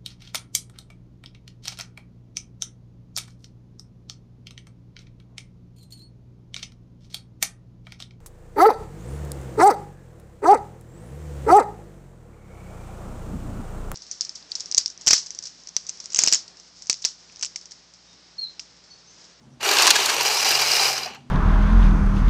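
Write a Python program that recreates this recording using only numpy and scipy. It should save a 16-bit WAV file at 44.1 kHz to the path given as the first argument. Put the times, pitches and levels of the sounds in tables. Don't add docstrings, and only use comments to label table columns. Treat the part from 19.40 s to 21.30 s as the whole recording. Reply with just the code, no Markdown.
import sys
import numpy as np
from scipy import signal
from scipy.io import wavfile

SR = 44100
rng = np.random.default_rng(int(sys.argv[2]) if len(sys.argv) > 2 else 0)


def log_audio(samples):
    frames = np.atleast_2d(samples).T
    limited = np.clip(frames, -1, 1)
    pcm = np.round(limited * 32767).astype(np.int16)
    wavfile.write(sys.argv[1], SR, pcm)


def attenuation_scalar(level_db):
    decades = np.asarray(level_db, float) / 20
    return 10 ** decades


N = 83790
PATCH_DB = 1.2


def rms_one(x):
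    return x / np.sqrt(np.mean(x ** 2) + 1e-20)


def butter(x, order, hz, kind="low"):
    return signal.sosfilt(signal.butter(order, hz, kind, fs=SR, output="sos"), x)


def curve(rows):
    start_s, level_db = np.transpose(rows)
    return attenuation_scalar(np.interp(np.arange(N) / SR, start_s, level_db, left=-120, right=-120))


def drift(rate_hz):
    settle = 9000
    r = np.exp(-2 * np.pi * rate_hz / SR)
    slow = signal.lfilter([1], [1, -2 * r, r * r], rng.standard_normal(N + settle))
    return rms_one(slow[settle:])


def peak(x, hz, width_hz):
    r = np.exp(-np.pi * width_hz / SR)
    feedback = [1, -2 * r * np.cos(2 * np.pi * hz / SR), r * r]
    return signal.lfilter([(1 - r * r) / 2, 0, (r * r - 1) / 2], feedback, x + 1e-18)


def coloured(x, spectrum, patch_db):
    out = 0
    edges_hz = 35 * 2 ** np.arange(0, 9.1, .5)
    hz, db = np.transpose(spectrum)
    for k, (low, high) in enumerate(zip(edges_hz, edges_hz[1:])):
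        level_db = np.interp(np.log(low * high) / 2, np.log(hz), db, left=-70)
        band = butter(x, 2, [low, high], "band")
        out = out + (-1) ** k * attenuation_scalar(level_db + patch_db * drift(20)) * band
    return out


def grains(rate_per_s, spread_db, hiss):
    sizes = attenuation_scalar(spread_db * np.minimum(rng.exponential(1, N), 5)) * rng.choice([-1, 1], N)
    clicks = sizes * (rng.random(N) < rate_per_s / SR)
    return rms_one(clicks) + hiss * rng.standard_normal(N)


def rings(table, swell_s, crack_db=-60):
    length = 1600
    t, out = np.arange(length) / SR, np.zeros(N + length)
    u = t / swell_s
    crack = attenuation_scalar(crack_db) * butter(grains(3000, 1.7, 0.27), 2, 6500, "high")
    for (start_s, level_db, pitch_hz), (turn, other, side) in zip(table, rng.random((len(table), 3))):
        partner_hz = pitch_hz * 1.2 ** np.sign(side - .5)
        tone = np.sin(2 * np.pi * (pitch_hz * t + turn))
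        tone = tone + attenuation_scalar(-7) * np.sin(2 * np.pi * (partner_hz * t + other))
        i = int((start_s - swell_s) * SR)
        out[i:i + length] += attenuation_scalar(level_db) * u * np.exp(1 - u) * (tone + crack[i:i + length])
    return out[:N]


# pitch_hz [Hz], density_db [dB per Hz]
AIR = [(45, -8.5), (90, -4.5), (200, 2), (400, -10.5), (1000, -15.5), (2000, -22.5), (6000, -24.5),
       (9000, -33)]
# pitch_hz [Hz], width_hz [Hz], level_db [dB]
DRONE = [
    (55.8, 14, -72),
    (84.5, 7.6, -72),
    (133.6, 7, -56),
    (209.7, 20, -65),
    (243.5, 5.7, -59),
]
# start_s [s], length_s [s], pitch_hz [Hz], level_db [dB]
CREAKS = [
    (.04, .015, 850, -64),
    (.035, .02, 5800, -68),
    (.13, .025, 5800, -66),
]


def room_tone():
    t = np.arange(N) / SR
    out = attenuation_scalar(-55) * rms_one(coloured(rng.standard_normal(N), AIR, 1.0))
    for pitch_hz, width_hz, level_db in DRONE:
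        once = peak(rng.standard_normal(N + SR), pitch_hz, width_hz)
        twice = peak(once, pitch_hz, width_hz)
        out = out + attenuation_scalar(level_db) * rms_one(twice[SR:])
    for start_s, length_s, pitch_hz, level_db in CREAKS:
        creak = rms_one(peak(rng.standard_normal(N), pitch_hz, pitch_hz * .07))
        out = out + attenuation_scalar(level_db) * np.exp(-((t - start_s) / length_s) ** 2) * creak
    return out


# start_s [s], level_db [dB]
MOTOR = [(.199, -55), (.208, -30.5), (.224, -29), (.231, -21), (.31, -19), (.6, -25.5), (.8, -23.5),
         (1.0, -24), (1.12, -22), (1.27, -22.5), (1.33, -22.5), (1.45, -20.5), (1.52, -24), (1.63, -31),
         (1.7, -37), (1.765, -43), (1.785, -57.5), (1.9, -75)]
# pitch_hz [Hz], width_hz [Hz], level_db [dB]
CASE = [(400, 98, -10), (847, 300, 0), (1020, 670, -4.5), (2307, 370, 3), (2885, 248, 4), (4017, 220, 0),
        (4570, 670, -0.5), (5900, 86, 6.5), (6400, 250, -2), (7800, 860, -31.5), (8430, 100, -19),
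        (10120, 100, -21.5), (12100, 380, -17), (14300, 300, -24)]
# pitch_hz [Hz], density_db [dB per Hz]
WALLS = [(250, -11), (500, -1), (1500, -4.5), (3500, -6.5), (6000, -28.5), (8000, -2.5), (11000, -25),
         (15500, -20.5)]


def gears():
    level = curve(MOTOR)
    catch, burst = knocks()
    pace = np.clip(level / attenuation_scalar(-25), 1e-4, 1)
    teeth = grains(2500 * pace ** 0.31, 1, 0.84) / pace ** 0.14
    body = coloured(teeth, WALLS, PATCH_DB)
    for k, (pitch_hz, width_hz, level_db) in enumerate(CASE):
        body = body + (-1) ** k * attenuation_scalar(level_db + PATCH_DB * drift(25.6)) * peak(teeth, pitch_hz, width_hz)
    body = rms_one(body)
    dulled = pace * body + (1 - pace) * butter(body, 2, 6000)
    wobble = attenuation_scalar(1.42 * drift(72))
    chatter = wobble * catch * dulled + burst * body
    hum_gain = attenuation_scalar(-18) * pace ** -0.61 * np.clip(level / attenuation_scalar(-56), 0, 1)
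    hum = hum_gain * rms_one(peak(rng.standard_normal(N), 803.5, 29))
    return level * (chatter + hum)


def echoes(x):
    t60_s, gap_s = 0.19, .004
    t = np.arange(SR // 2) / SR
    noise = signal.lfilter([.4], [1, -.6], rng.standard_normal(len(t)))
    tail = noise * attenuation_scalar(-60 * t / t60_s) * (t > gap_s)
    return attenuation_scalar(-22.5) * signal.fftconvolve(x, tail / np.sqrt(np.sum(tail ** 2)))[:N]


# start_s [s], level_db [peak dB], length_ms [ms], tilt_db [dB per octave]
FLICKS = [(0.206, -21.5, 8.6, -15), (0.228, -10, 3.8, -7.6), (0.2737, -12, 8.2, -0.5), (0.288, 0, 4.7, -10),
          (0.311, -2, 4.5, -1), (0.319, -6.5, 4.8, -6), (0.334, -9, 3.7, 5), (0.3662, 3, 5.2, -9),
          (0.3845, 3.5, 2.9, 1.5), (0.3926, -1, 7.7, -10.5), (0.4178, -1.5, 9.5, 1.5), (0.43, -14, 4.2, 5),
          (0.4672, 4, 4.3, -0.5), (0.4739, 4.5, 5.5, -2.5), (0.5027, 8.5, 7.6, -1), (0.553, 0.5, 6.3, -6),
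          (0.5594, 2.5, 5.8, -5), (0.6547, -10.5, 6.8, 4), (0.6867, -11, 9, -9), (0.6938, -2, 11.2, -3.5)]
# pitch_hz [Hz], width_hz [Hz], level_db [dB]
TRAY = [(725, 530, -20.5), (1637, 157, -5), (2660, 450, -8), (3746, 840, -5.5), (4630, 575, -1.5),
        (4870, 150, 0), (5510, 460, -6), (7020, 990, -7), (9240, 1500, -14.5), (14040, 2900, -24.5)]


def flicks():
    length = 3000
    t, out = np.arange(length) / SR, np.zeros(N)
    clatter = rms_one(grains(6800, 6, 0.84))
    colour_db = rng.normal(0, 0.97, (len(FLICKS), len(TRAY)))
    for k, (pitch_hz, width_hz, mode_db) in enumerate(TRAY):
        shape = np.zeros(N)
        for (start_s, level_db, length_ms, tilt_db), own_db in zip(FLICKS, colour_db[:, k]):
            i = int(start_s * SR)
            u = t / (length_ms / 1000 * 0.63)
            bright_db = np.clip(tilt_db, -4, 5) * np.log2(pitch_hz / 3000)
            shape[i:i + length] += attenuation_scalar(level_db + own_db + bright_db) * u * np.exp(.5 - u * u / 2)
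        out += (-1) ** k * attenuation_scalar(mode_db) * peak(shape * clatter, pitch_hz, width_hz)
    return out


# start_s [s], level_db [dB]
SLIDE = [
    (.22, -54),
    (.3, -28),
    (.37, -22.5),
    (.43, -17),
    (.49, -17.5),
    (.53, -23.5),
    (.62, -24.5),
    (.72, -26),
    (.85, -32.5),
]
# pitch_hz [Hz], density_db [dB per Hz]
PAPER = [(150, -52.5), (250, -5.5), (658, -13.5), (809, 4.5), (1380, -12), (2950, -6), (3390, -11.5),
         (4390, -1), (15500, -33.5)]


def slide():
    friction = rms_one(coloured(grains(4000, 1.9, 0.57), PAPER, PATCH_DB))
    return curve(SLIDE) * attenuation_scalar(1.3 * drift(46)) * friction


# start_s [s],
# level_db [peak dB], pitch_hz [Hz]
BUZZES = [(.237, -25, 2830), (.249, -23, 5820), (.263, -23, 4460), (.291, -23, 2360), (.387, -16.5, 2660),
          (.395, -17.5, 4300), (.432, -17, 4620), (.463, -19.5, 850), (.477, -17, 1624), (.479, -17, 1010),
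          (.691, -21, 1640), (.744, -33, 2430), (.88, -24.5, 2440), (.986, -31, 2920), (1.127, -20.5, 2700),
          (1.151, -21, 2810), (1.42, -30, 2390), (1.461, -21, 3050), (1.584, -31.5, 3000)]


def buzzes():
    return rings(BUZZES, .003)


# start_s [s], level_db [peak dB], pitch_hz [Hz]
THUMPS = [
    (0.263, -21.5, 400),
    (.305, -25, 396),
    (.385, -33.5, 450),
    (0.462, -36, 350),
    (0.612, -27, 381),
]


def thumps():
    t, out = np.arange(N) / SR, 0
    for start_s, level_db, pitch_hz in THUMPS:
        u = np.clip(t - start_s, 0, None) / 0.0034
        push = u * np.exp(-u) * np.sin(2 * np.pi * pitch_hz * t)
        knock = peak(push, pitch_hz, 120)
        out = out + attenuation_scalar(level_db) * knock / np.abs(knock).max()
    return out


# start_s [s], level_db [peak dB], pitch_hz [Hz]
PINGS = [(.276, -33, 14460), (.314, -28, 14600), (.745, -29, 12040), (.831, -27, 12000), (.887, -32, 12170),
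         (.946, -29.5, 12190), (1.0, -40.5, 12120), (1.092, -25, 12100), (1.115, -23.5, 12130),
         (1.155, -32, 11870), (1.217, -25.5, 12090), (1.29, -32.5, 12400), (1.346, -34.5, 12100)]


def pings():
    return rings(PINGS, .0015, -4)


# start_s [s], level_db [peak dB], pitch_hz [Hz]
SLAPS = [(0.601, -20, 4320), (0.632, -21, 4670), (0.653, -26, 4330), (0.659, -19.5, 4380),
         (0.699, -23, 4570), (0.766, -21, 5730), (0.797, -23, 4140), (0.813, -25, 5440), (0.851, -23, 4700),
         (0.864, -18, 4940), (0.872, -17, 5740), (0.932, -30, 4840), (0.947, -21, 4840), (0.973, -28, 4600),
         (0.985, -30, 4850), (1.048, -23, 5800), (1.082, -23, 4800), (1.108, -20, 4730),
         (1.154, -14.5, 4830), (1.192, -22, 4340), (1.223, -16.5, 4640), (1.317, -14, 4720),
         (1.337, -16.5, 5260), (1.365, -21, 5240), (1.397, -17, 4040), (1.436, -17, 4820),
         (1.457, -16, 4960), (1.493, -25.5, 4850), (1.53, -20.5, 4900), (1.567, -24.5, 5200),
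         (1.579, -23, 4820), (1.633, -22.5, 4900), (1.647, -29, 4920), (1.661, -27, 4820),
         (1.705, -44.5, 4880)]


def slaps():
    return rings(SLAPS, .0018, -25)


# start_s [s], knock_db [dB over the chatter], depth_db [dB], length_ms [ms]
KNOCKS = [(0.602, 9.5, -2.5, 5.7), (0.65, -4, -4.5, 5), (0.765, -6, 8, 5.3), (.809, 6.5, -6.5, 5.4),
          (0.85, 0, -4, 40), (0.899, -11, 9, 8.8), (0.97, -1, -1.5, 4), (1.028, 3.5, 1, 3.1),
          (1.046, -2.5, 4.5, 12), (1.105, 1, -3.5, 8), (1.149, -11, -2, 3.1), (1.19, -8.5, 3.5, 19),
          (1.217, -1, -6, 3.1), (1.308, -3, -6, 9.1), (1.335, 2, -2, 1.7), (1.366, -12, -5, 4),
          (1.394, -4.5, -2.5, 6.1), (1.529, 0, 6.5, 2.1), (1.579, 1.5, -3, 5.8), (1.631, 1, -4, 5.7),
          (1.647, -7, 1.5, 4.3), (1.659, 6, -0.5, 3.4), (1.736, -2, 4.5, 3), (1.747, 2.5, 6.5, 4)]


def knocks():
    catch_s, rise_s = 0.0038, .001
    t, catch_db, burst = np.arange(N) / SR, np.zeros(N), np.zeros(N)
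    for start_s, knock_db, depth_db, length_ms in KNOCKS:
        dip = np.exp(-((t - start_s + catch_s) / catch_s) ** 2) * (t < start_s)
        catch_db -= max(depth_db, 0) * dip
        decay = np.exp(-np.abs(t - start_s) * 1000 / length_ms)
        burst += attenuation_scalar(knock_db) * decay * np.clip((t - start_s) / rise_s, 0, 1)
    return attenuation_scalar(catch_db), burst


# start_s [s], level_db [dB]
FREE = [
    (.8, -33),
    (.86, -28),
    (1.12, -22),
    (1.26, -25),
    (1.36, -20),
    (1.46, -21),
    (1.56, -30.5),
    (1.66, -39),
    (1.73, -64),
]
# pitch_hz [Hz], width_hz [Hz], level_db [dB]
SHAFT = [(4820, 110, -8.5), (4906, 340, 1.5), (5220, 350, -1.5), (5816, 73, -2), (4160, 250, -2),
         (787.4, 19, 2), (2406, 75, 1.5), (12100, 300, -21), (14500, 300, -23.5)]


def shaft():
    catch, burst = knocks()
    ticks = grains(2200, 1.0, 0.64) * attenuation_scalar(.8 * drift(90)) * (catch + 0.62 * burst)
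    ringing = 0
    for pitch_hz, width_hz, level_db in SHAFT:
        ringing = ringing + attenuation_scalar(level_db + drift(2.2)) * peak(ticks, pitch_hz, width_hz)
    return curve(FREE) * rms_one(ringing)


# start_s [s], level_db [peak dB], pitch_hz [Hz]
BOOMS = [(0.806, -30, 935), (0.895, -26, 856), (0.948, -31, 827), (0.977, -27.5, 950), (1.061, -25.5, 785),
         (1.091, -27, 844), (1.116, -32, 820), (1.161, -39, 845), (1.401, -24, 835), (1.501, -22.5, 774),
         (1.541, -29, 772), (1.614, -33, 770), (1.663, -29.5, 744), (1.773, -46.5, 765)]


def booms():
    return rings(BOOMS, 0.00495)


def scene():
    machine = gears() + flicks() + slide() + buzzes() + thumps() + pings() + slaps() + shaft() + booms()
    overload = .92
    machine = overload * np.tanh(machine / overload)
    machine = butter(machine, 6, 319, "high")
    air = butter(room_tone(), 3, 8000)
    return (machine + echoes(machine) + air)[None]


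def top_cut(x):
    return signal.sosfilt(signal.butter(12, 15770, fs=SR, output="sos"), x)


def record(dry):
    top_hz = 15900 * 1.03
    mix = signal.sosfilt(signal.cheby2(10, 50, top_hz, fs=SR, output="sos"), dry)
    return top_cut(mix)


dry = scene()
out = record(dry)
log_audio(out)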